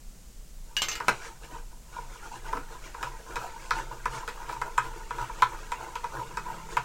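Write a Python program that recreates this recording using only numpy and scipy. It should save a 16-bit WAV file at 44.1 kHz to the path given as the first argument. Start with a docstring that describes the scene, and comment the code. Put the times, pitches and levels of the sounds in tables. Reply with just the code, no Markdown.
"""Spoon stirring a jug in a kitchen

Close microphone in a small kitchen: a long steel spoon is picked up, clinks, then stirs a syrupy drink
in a thin plastic jug on a tray. Clinks and knocks are decaying modes with a noise burst at the contact;
scrape, slosh and fizz are coloured random grains with bubbles, following each sweep of the bowl.
The room adds a short diffuse tail. Low rumble and soft hiss lie under it all; a faint drone comes late."""
import sys
import numpy as np
from scipy import signal
from scipy.fft import rfft, irfft, next_fast_len
from scipy.io import wavfile
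from scipy.ndimage import uniform_filter1d, map_coordinates

SR = 44100
rng = np.random.default_rng(int(sys.argv[2]) if len(sys.argv) > 2 else 0)


def inscribe(sig):
    """Save sig as 16-bit PCM at rate SR to the path in sys.argv[1].

    A 1-D sig is mono; a 2-D sig holds one channel per row.
    Samples are clipped to [-1, 1] before scaling.
    """
    pcm = np.round(np.clip(np.atleast_2d(sig).T, -1, 1) * 32767)
    wavfile.write(sys.argv[1], SR, pcm.astype(np.int16))


N = 301644

# Levels in the tables are relative: each layer trims them further.
# Steady bed, hiss spectrum: f/Hz, level/dB
HISS_SPECTRUM = [(100, 3.5), (200, 5.5), (300, -2.5), (500, -3), (1100, -9.5), (2200, -12), (3700, -12),
                 (5500, -9), (7200, -6), (10000, -12.5), (16000, -18.5)]
# Steady bed, deep room rumble: f/Hz, level/dB
RUMBLE_SPECTRUM = [(8, -7), (18, -13), (27, 1), (36, -9.5), (50, -13), (60, -20), (85, -32), (125, -28.5),
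                   (200, -35.5), (400, -58)]
# Decay of the kitchen's tail: f/Hz, t60/s
KITCHEN_DECAY = [(150, 0.19), (1000, 0.15), (3000, 0.18), (8000, 0.093), (16000, 0.074)]
# Bowl sweeping along the wall: t/s at its fastest, length/s, level/dB, froth over that level/dB
BOWL_SWEEPS = [(0.704, 0.12, -63.5, -9), (0.933, 0.35, -45, -22), (1.109, .2, -44.5, -3.5),
               (1.257, .13, -44.5, -2.5), (1.443, 0.059, -44, -6), (1.544, 0.13, -45.5, -8),
               (1.721, 0.047, -53, -16), (1.976, .2, -47.5, -6), (2.146, 0.13, -53.5, 0),
               (2.255, 0.086, -41.5, -10.5), (2.347, 0.094, -45, -4.5), (2.474, 0.095, -40.5, -10.5),
               (2.555, 0.12, -38, -17), (2.731, 0.072, -46, -6), (2.859, .1, -44.5, -6),
               (3.048, 0.17, -40.5, -10.5), (3.2, 0.032, -46.5, -11), (3.312, 0.14, -42, -13.5),
               (3.426, 0.15, -39.5, -9), (3.645, 0.25, -49, -3), (3.784, 0.11, -36.5, -8),
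               (3.928, .06, -40, -17), (4.154, 0.12, -36.5, -7), (4.39, 0.15, -42.5, -21),
               (4.514, 0.095, -39.5, -10.5), (4.664, 0.069, -42, -20), (4.85, 0.11, -38, -12.5),
               (4.971, 0.054, -45, -12), (5.208, 0.14, -37.5, -11.5), (5.395, 0.077, -47.5, -5),
               (5.553, 0.15, -42.5, -19), (5.831, 0.12, -40, -16), (6.178, 0.16, -37.5, -17),
               (6.516, 0.18, -41, -16), (6.73, 0.079, -41.5, -5)]
# Strength of the drink's steady swirl: t/s, level/dB
SWIRL_LEVEL = [(1.35, -56), (1.88, -66.5), (2.08, -54.5), (3.32, -49.5), (3.75, -50), (4.38, -46.5),
               (5.08, -47.5), (5.34, -44.5), (5.92, -46.5), (6.84, -46.5)]
# Rubbed wall: f/Hz, level/dB
SCRAPE_SPECTRUM = [(200, -15.5), (600, -10.5), (870, 2.5), (980, 9.5), (1100, -10), (1290, -1.5),
                   (1460, 1.5), (1800, -23.5), (2500, -20.5), (4000, -29.5)]
# Churned liquid: f/Hz, level/dB
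SLOSH_SPECTRUM = [(90, -24), (130, 8), (180, -24.5), (300, -6), (415, 4), (520, -4), (680, -10.5),
                  (1200, -36)]
# Bursting froth: f/Hz, level/dB
FIZZ_SPECTRUM = [(1000, -36), (2300, 0), (3500, 0.5), (5000, -1), (7000, 2), (10000, -9.5), (16000, -60)]
# Handle clinks at the pick-up: t/s, contact level/dB, low ring level/dB, high ring level/dB
HANDLE_CLINKS = [(0.7668, -18.5, -25.5, -45), (0.8193, -15, -43, -31), (0.8852, -21, -50, -28),
                 (0.9154, -24.5, -42, -58), (0.9288, -30, -44, -46), (0.9541, -26, -44, -54)]
# Bending modes of the steel spoon: f/Hz, level/dB, t60/s
SPOON_MODES = [(2110, -18, 0.44), (2270, -20, 0.3), (2882, 3.5, 0.21), (3720, -24, .3), (4300, -24, .35),
               (4697, -14, 0.3), (5380, -12, .25), (6300, -4.5, 0.18), (6287, -5, 0.17), (7192, -12, 0.18),
               (11670, -29, 0.29), (13610, -21, 0.21), (14180, -20, .18), (14900, -27, 0.23)]
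# Rattling steel at the contact: f/Hz, level/dB
CHINK_SPECTRUM = [(250, -14), (420, -5), (650, -9), (1000, 1.5), (2200, 5), (4000, 2.5), (6000, 3),
                  (7800, -2.5), (10000, -17), (16000, -23)]
# Clear knocks on the jug: t/s, tick level/dB, main wall mode level/dB, upper wall modes level/dB
JUG_KNOCKS = [(1.002, -29, -30, -28.5), (1.0831, -8.5, -23, -15.5), (1.9642, -48, -35.5, -61),
              (1.9856, -44, -31.5, -51), (2.5295, -31, -25.5, -28.5), (2.5702, -35, -36.5, -32),
              (2.9452, -37.5, -37, -39), (3.0288, -24, -30.5, -27), (3.068, -43, -34, -52),
              (3.3578, -22.5, -34, -38), (3.3654, -28.5, -32, -27.5), (3.708, -18, -24, -17),
              (3.7976, -47, -31, -35), (3.9109, -50, -34, -52), (4.0566, -25.5, -23.5, -23),
              (4.2778, -27.5, -52, -27), (4.288, -26.5, -37.5, -44), (4.4925, -32, -34, -32),
              (4.5267, -33, -31.5, -49), (4.5641, -44, -31.5, -49), (4.616, -26, -28.5, -26.5),
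              (4.7791, -19, -16.5, -17.5), (5.1073, -33, -26.5, -26.5), (5.1837, -34.5, -30.5, -35),
              (5.4219, -16, -12.5, -15), (5.719, -24.5, -26, -29), (5.9553, -26.5, -31, -32),
              (6.0424, -29, -26.5, -31), (6.2136, -47, -34, -56), (6.3713, -22.5, -30, -27),
              (6.769, -19.5, -19, -20)]
# Modes of the part-filled jug: f/Hz, level/dB, t60/s
JUG_MODES = [(126.7, -17, 0.26), (247, -44, 0.049), (409, -23.5, 0.13), (477.7, -12, 0.066),
             (876, -9, 0.025), (973, 4.5, 0.022), (1151, -7, 0.037), (1296, -1, 0.027), (1448, -8, 0.072),
             (1581, -7, 0.036), (1732, -12, 0.055), (1850, -21, 0.028), (2008, -14.5, .04),
             (2074, -17, 0.019), (2327, -16, 0.05), (2540, -15, 0.084), (2800, -50, 0.029),
             (3500, -28, 0.026), (3855, -17.5, 0.022), (5160, -24, .045)]
# Hard contact of bowl and wall: f/Hz, level/dB
TICK_SPECTRUM = [(100, -30), (300, -22), (500, -7), (900, 2.5), (2200, -1.5), (3300, -10.5), (5000, -11.5),
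                 (7500, -11.5), (10000, -21.5), (16000, -31)]
# Air pockets gulping behind the bowl: t/s, level/dB, f/Hz
AIR_GULPS = [(1.523, -32.5, 290), (2.548, -29, 260), (2.581, -28, 268)]
# Faint far-off drone, its swell: t/s, level/dB
DRONE_LEVEL = [(5.7, -72.5), (6.3, -59.5), (6.65, -54.5), (6.84, -63)]
# Tones of the drone: f/Hz, level/dB
DRONE_PITCHES = [(160, 3), (194, -0.5)]

# a sweep: share of its length spent speeding up, dB below its peak at its start and end
RISE_SHARE, EDGE_DB = 0.47, 12.5
# soft bumps under the liquid: rate, level over the swirl, scatter either way
BUMPS_PER_S, BUMP_DB, BUMP_SPREAD_DB = 8, 6.5, 5
# the jug's low modes: level under a full-scale knock, dB per dB of the upper wall modes
BODY_DB, BODY_GROWS = -30.5, 0.4
TOP_HZ = 16000  # upper band limit


def amp(db):
    """Decibels to gain."""
    return 10 ** (np.asarray(db) / 20)


def unit(x):
    """Scale to rms 1."""
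    return x / np.sqrt(np.mean(x ** 2) + 1e-20)


def along(points, hz):
    """Read (f/Hz, value) points on a log frequency axis."""
    f, v = np.transpose(points)
    return np.interp(np.log(hz + 1), np.log(f + 1), v)


def colour(x, spectrum):
    """Filter x by a spectrum, at rms 1."""
    m = next_fast_len(len(x) + 8192)
    gain = amp(along(spectrum, np.fft.rfftfreq(m, 1 / SR)))
    return unit(irfft(rfft(x, m) * gain, m)[:len(x)])


def noise(spectrum, size):
    """Coloured noise of rms 1."""
    return colour(rng.standard_normal(size), spectrum)


def add(track, s, sound):
    """Mix a sound into the track at time s."""
    i = max(0, round(s * SR))
    part = sound[:max(0, len(track) - i)]
    track[i:i + len(part)] += part


def in_kitchen(x, wet_db, gap=.004):
    """A sound plus, gap seconds later, a diffuse tail from the tiles and counter."""
    hz, t, z = signal.stft(rng.standard_normal(SR // 3), SR, nperseg=256)
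    decay = amp(-60 * t / along(KITCHEN_DECAY, hz)[:, None])
    tail = signal.istft(z * decay, SR, nperseg=256)[1]
    tail = np.pad(tail / np.linalg.norm(tail), (int(gap * SR), 0))
    return x + amp(wet_db) * signal.fftconvolve(x, tail)[:len(x)]


def background(hiss_db=-56, rumble_db=-43):
    """Steady hiss over a deep room rumble, both coloured noise."""
    hiss = amp(hiss_db) * noise(HISS_SPECTRUM, size=N)
    rumble = amp(rumble_db) * noise(RUMBLE_SPECTRUM, size=N)
    return hiss + rumble


def effort():
    """Amplitude of the steady swirl, of the bowl's sweeps and of the froth that they raise."""
    t = np.arange(N) / SR
    steady = amp(np.interp(t, *np.transpose(SWIRL_LEVEL), left=-120))
    sweeps, froth = np.zeros(N), np.zeros(N)
    for s, length, db, froth_db in BOWL_SWEEPS:
        age = np.arange(-int(length * SR), int(2 * length * SR)) / SR
        away = np.maximum(-age / RISE_SHARE, age / (1 - RISE_SHARE)) / length
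        swell = amp(db - EDGE_DB * away ** 1.72)
        add(sweeps, s - length, swell)
        add(froth, s - length, amp(froth_db) * swell)
    return steady, sweeps, froth


def grains(per_s, spread_db):
    """Random tiny impulses of uneven size, at rms 1."""
    scatter_db = spread_db * np.clip(rng.standard_normal(N), -2, 2)
    sizes = amp(scatter_db) * rng.choice([-1, 1], N)
    return unit(sizes * (rng.random(N) < per_s / SR))


def swirl(x, depth_db):
    """The moving hollow in the liquid lifts and damps narrow bands for moments."""
    z = signal.stft(x, nperseg=1024)[2]
    field = uniform_filter1d(rng.standard_normal(z.shape), size=3, axis=0)
    field = uniform_filter1d(field, size=4, axis=1)
    return unit(signal.istft(z * amp(depth_db * unit(field)), nperseg=1024)[1][:N])


def bubble(hz, cycles):
    """An air pocket swells over a few cycles and rings out, rising in pitch; cycles set its t60."""
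    t = np.arange(SR // 10) / SR
    age = t * hz / cycles
    swell = 1 - np.exp(-t * hz / 2.2)
    return swell * amp(-60 * age) * np.sin(2 * np.pi * hz * t * (1 + 0.094 * np.minimum(age, 1)))


def bubbles(per_s, centre_hz, cycles, spread_db):
    """A random stream of bubbles, spread over an octave, at rms 1."""
    out = np.zeros(N)
    for when, size, strength in rng.random((int(per_s * N / SR), 3)):
        sound = bubble(centre_hz * 2 ** (size - .5), cycles)
        add(out, when * N / SR, amp(spread_db * strength) * sound)
    return unit(out)


def scraping(level, scrape_db=-3, gurgle_db=-10):
    """The bowl rubs along the wall in tiny slips, with mid-pitched bubbles behind it."""
    slips = swirl(colour(grains(per_s=530, spread_db=3), SCRAPE_SPECTRUM), depth_db=5.0)
    gurgles = bubbles(per_s=90, centre_hz=1194, cycles=42, spread_db=14)
    return level * (amp(scrape_db) * slips + amp(gurgle_db) * gurgles)


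def sloshing(level, slosh_db=-10.0, glug_db=-16.5):
    """Dragged liquid churns as low grains, with low bubbles in it."""
    churn = swirl(colour(grains(per_s=600, spread_db=2.5), SLOSH_SPECTRUM), depth_db=3.0)
    glugs = bubbles(per_s=60, centre_hz=496.5, cycles=25, spread_db=19)
    return level * (amp(slosh_db) * churn + amp(glug_db) * glugs)


def fizzing(level, fizz_db=-3, trickle_db=-4):
    """Froth bursts as dense bright grains, with a trickle of small bubbles."""
    froth = swirl(colour(grains(per_s=7000, spread_db=0.5), FIZZ_SPECTRUM), depth_db=3.0)
    trickle = bubbles(per_s=200, centre_hz=2092, cycles=70, spread_db=10.5)
    return level * (amp(fizz_db) * froth + amp(trickle_db) * trickle)


def stirring(rub_db=-2, lap_db=-2, foam_db=-8):
    """Sweeps drive scrape, slosh and fizz; the swirl carries them on between sweeps."""
    steady, sweeps, raised = effort()
    scrape = scraping(np.hypot(sweeps, amp(rub_db) * steady))
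    slosh = sloshing(np.hypot(sweeps, amp(lap_db) * steady))
    fizz = fizzing(np.hypot(raised, amp(foam_db) * steady))
    return in_kitchen(scrape + slosh + fizz, wet_db=-7.0)


def clinks(ring_db=1, high_db=-1, shimmer_db=-8, chink_db=-8, chink_t60=0.05, snap_db=-8):
    """The steel handle rattles; each point of contact favours other bending modes."""
    out, t = np.zeros(N), np.arange(SR // 2) / SR
    hz, mode_db, t60 = np.transpose(SPOON_MODES)[:, :, None]
    for s, peak, low, high in HANDLE_CLINKS:
        rest, low_ring, high_ring = peak + shimmer_db, low + ring_db, high + high_db
        force = along([(2300, rest), (2800, low_ring), (4700, low_ring),
                       (5400, high_ring), (6400, high_ring), (7100, rest)], hz)
        # loose contact with the rim blurs each line: a random walk of phase
        steps = rng.standard_normal((len(hz), len(t)))
        blur = np.cumsum(steps, axis=1) * np.sqrt(hz) * 4e-5
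        phase = hz * t + blur + rng.random(hz.shape)
        # the highest modes change with every touch
        scatter = np.where(hz > 7000, rng.normal(0, 1.3, hz.shape), 0)
        modes = amp(force + scatter + mode_db - 60 * t / t60) * np.sin(2 * np.pi * phase)
        contact = amp(chink_db - 60 * t / chink_t60) + amp(snap_db - 60 * t / 0.0029)
        chink = amp(peak) * contact * noise(CHINK_SPECTRUM, size=len(t))
        add(out, s, modes.sum(axis=0) + in_kitchen(chink, wet_db=-1.5))
    return out


def bumps(tick_db=-6, upper_db=-8):
    """The swirl nudges the bowl against the wall at uneven intervals: rows like those of the knocks."""
    count = int(BUMPS_PER_S * N / SR)
    chance = rng.random((count, 4))
    times = (np.arange(count) + chance[:, 0]) / BUMPS_PER_S
    level = np.interp(times, *np.transpose(SWIRL_LEVEL), left=-120) + BUMP_DB
    scatter = BUMP_SPREAD_DB * (2 * chance[:, 1:] - 1)
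    levels = level[:, None] + [tick_db, 0, upper_db] + scatter
    return np.column_stack([times, levels]).tolist()


def knocks(ring_db=0, upper_db=0, low_db=16, tick_db=-7, bright_db=-2, swell_cycles=3.1,
           tick_t60=0.013, snap_db=-5, hard_db=-36):
    """Each knock is a tick and a short hollow ring; harder contacts wake the higher wall modes."""
    out, t = np.zeros(N), np.arange(SR // 3) / SR
    hz, mode_db, t60 = np.transpose(JUG_MODES)[:, :, None]
    # the bowl drives the wall for a few cycles, 7 ms at most, before the ring dies
    free = np.maximum(t - np.minimum(6.5 / hz, .007), 0)
    snap = amp(-60 * t / .003)
    for s, tick, main, upper in JUG_KNOCKS + bumps():
        low = min(upper, BODY_DB + BODY_GROWS * upper)
        push, body, wall, top = main + ring_db, low + low_db, upper + upper_db, tick + bright_db
        force = along([(150, push), (240, body), (520, body), (850, push),
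                       (1000, push), (1250, wall), (1750, wall), (2300, top)], hz)
        # the swirling liquid loads the wall unevenly
        pitch = hz * (1 + 0.011 * rng.standard_normal(hz.shape))
        rise = 1 - np.exp(-t * pitch / swell_cycles)  # low modes take longer to build up
        modes = amp(force + mode_db + rng.normal(0, 1, hz.shape) - 60 * free / t60) * rise
        ring = np.sum(modes * np.sin(2 * np.pi * (pitch * t + rng.random(hz.shape))), axis=0)
        # a snap, with the wall's dense high modes dying more slowly
        contact = amp(tick_db - 60 * t / tick_t60) + amp(snap_db) * snap
        cushion_db = min(0, tick - hard_db)  # the liquid takes the click out of light bumps
        crack = amp(tick + cushion_db) * contact * noise(TICK_SPECTRUM, size=len(t))
        add(out, s, in_kitchen(ring, wet_db=-9, gap=.007) + in_kitchen(crack, wet_db=-1.5))
    return out


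def gulps(level_db=5):
    """Large pockets are low and heavily damped by the syrup."""
    out = np.zeros(N)
    for s, db, hz in AIR_GULPS:
        add(out, s, amp(db + level_db) * bubble(hz, cycles=9.1))
    return in_kitchen(out, wet_db=-8)


def wobble(rate):
    """A smooth random curve, rate knots a second."""
    knots = rng.standard_normal(int(N * rate / SR) + 4)
    return map_coordinates(knots, [np.arange(N) * rate / SR])


def drone(waver=0.012):
    """Two low tones of wavering pitch swell in, perhaps an engine outside."""
    level = amp(np.interp(np.arange(N) / SR, *np.transpose(DRONE_LEVEL), left=-120))
    tones = np.zeros(N)
    for hz, db in DRONE_PITCHES:
        turns = np.cumsum(hz * (1 + waver * wobble(rate=12))) / SR
        tones += amp(db) * np.sin(2 * np.pi * turns)
    return level * tones


def scene():
    """Everything at one close microphone, as one channel."""
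    return (background() + stirring() + clinks() + knocks() + gulps() + drone())[None]


def record(dry):
    """The recorder keeps nothing above its band limit."""
    m = next_fast_len(N + 8192)
    return irfft(rfft(dry, m) * (np.fft.rfftfreq(m, 1 / SR) < TOP_HZ), m)[..., :N]


dry = scene()
out = record(dry)
inscribe(out)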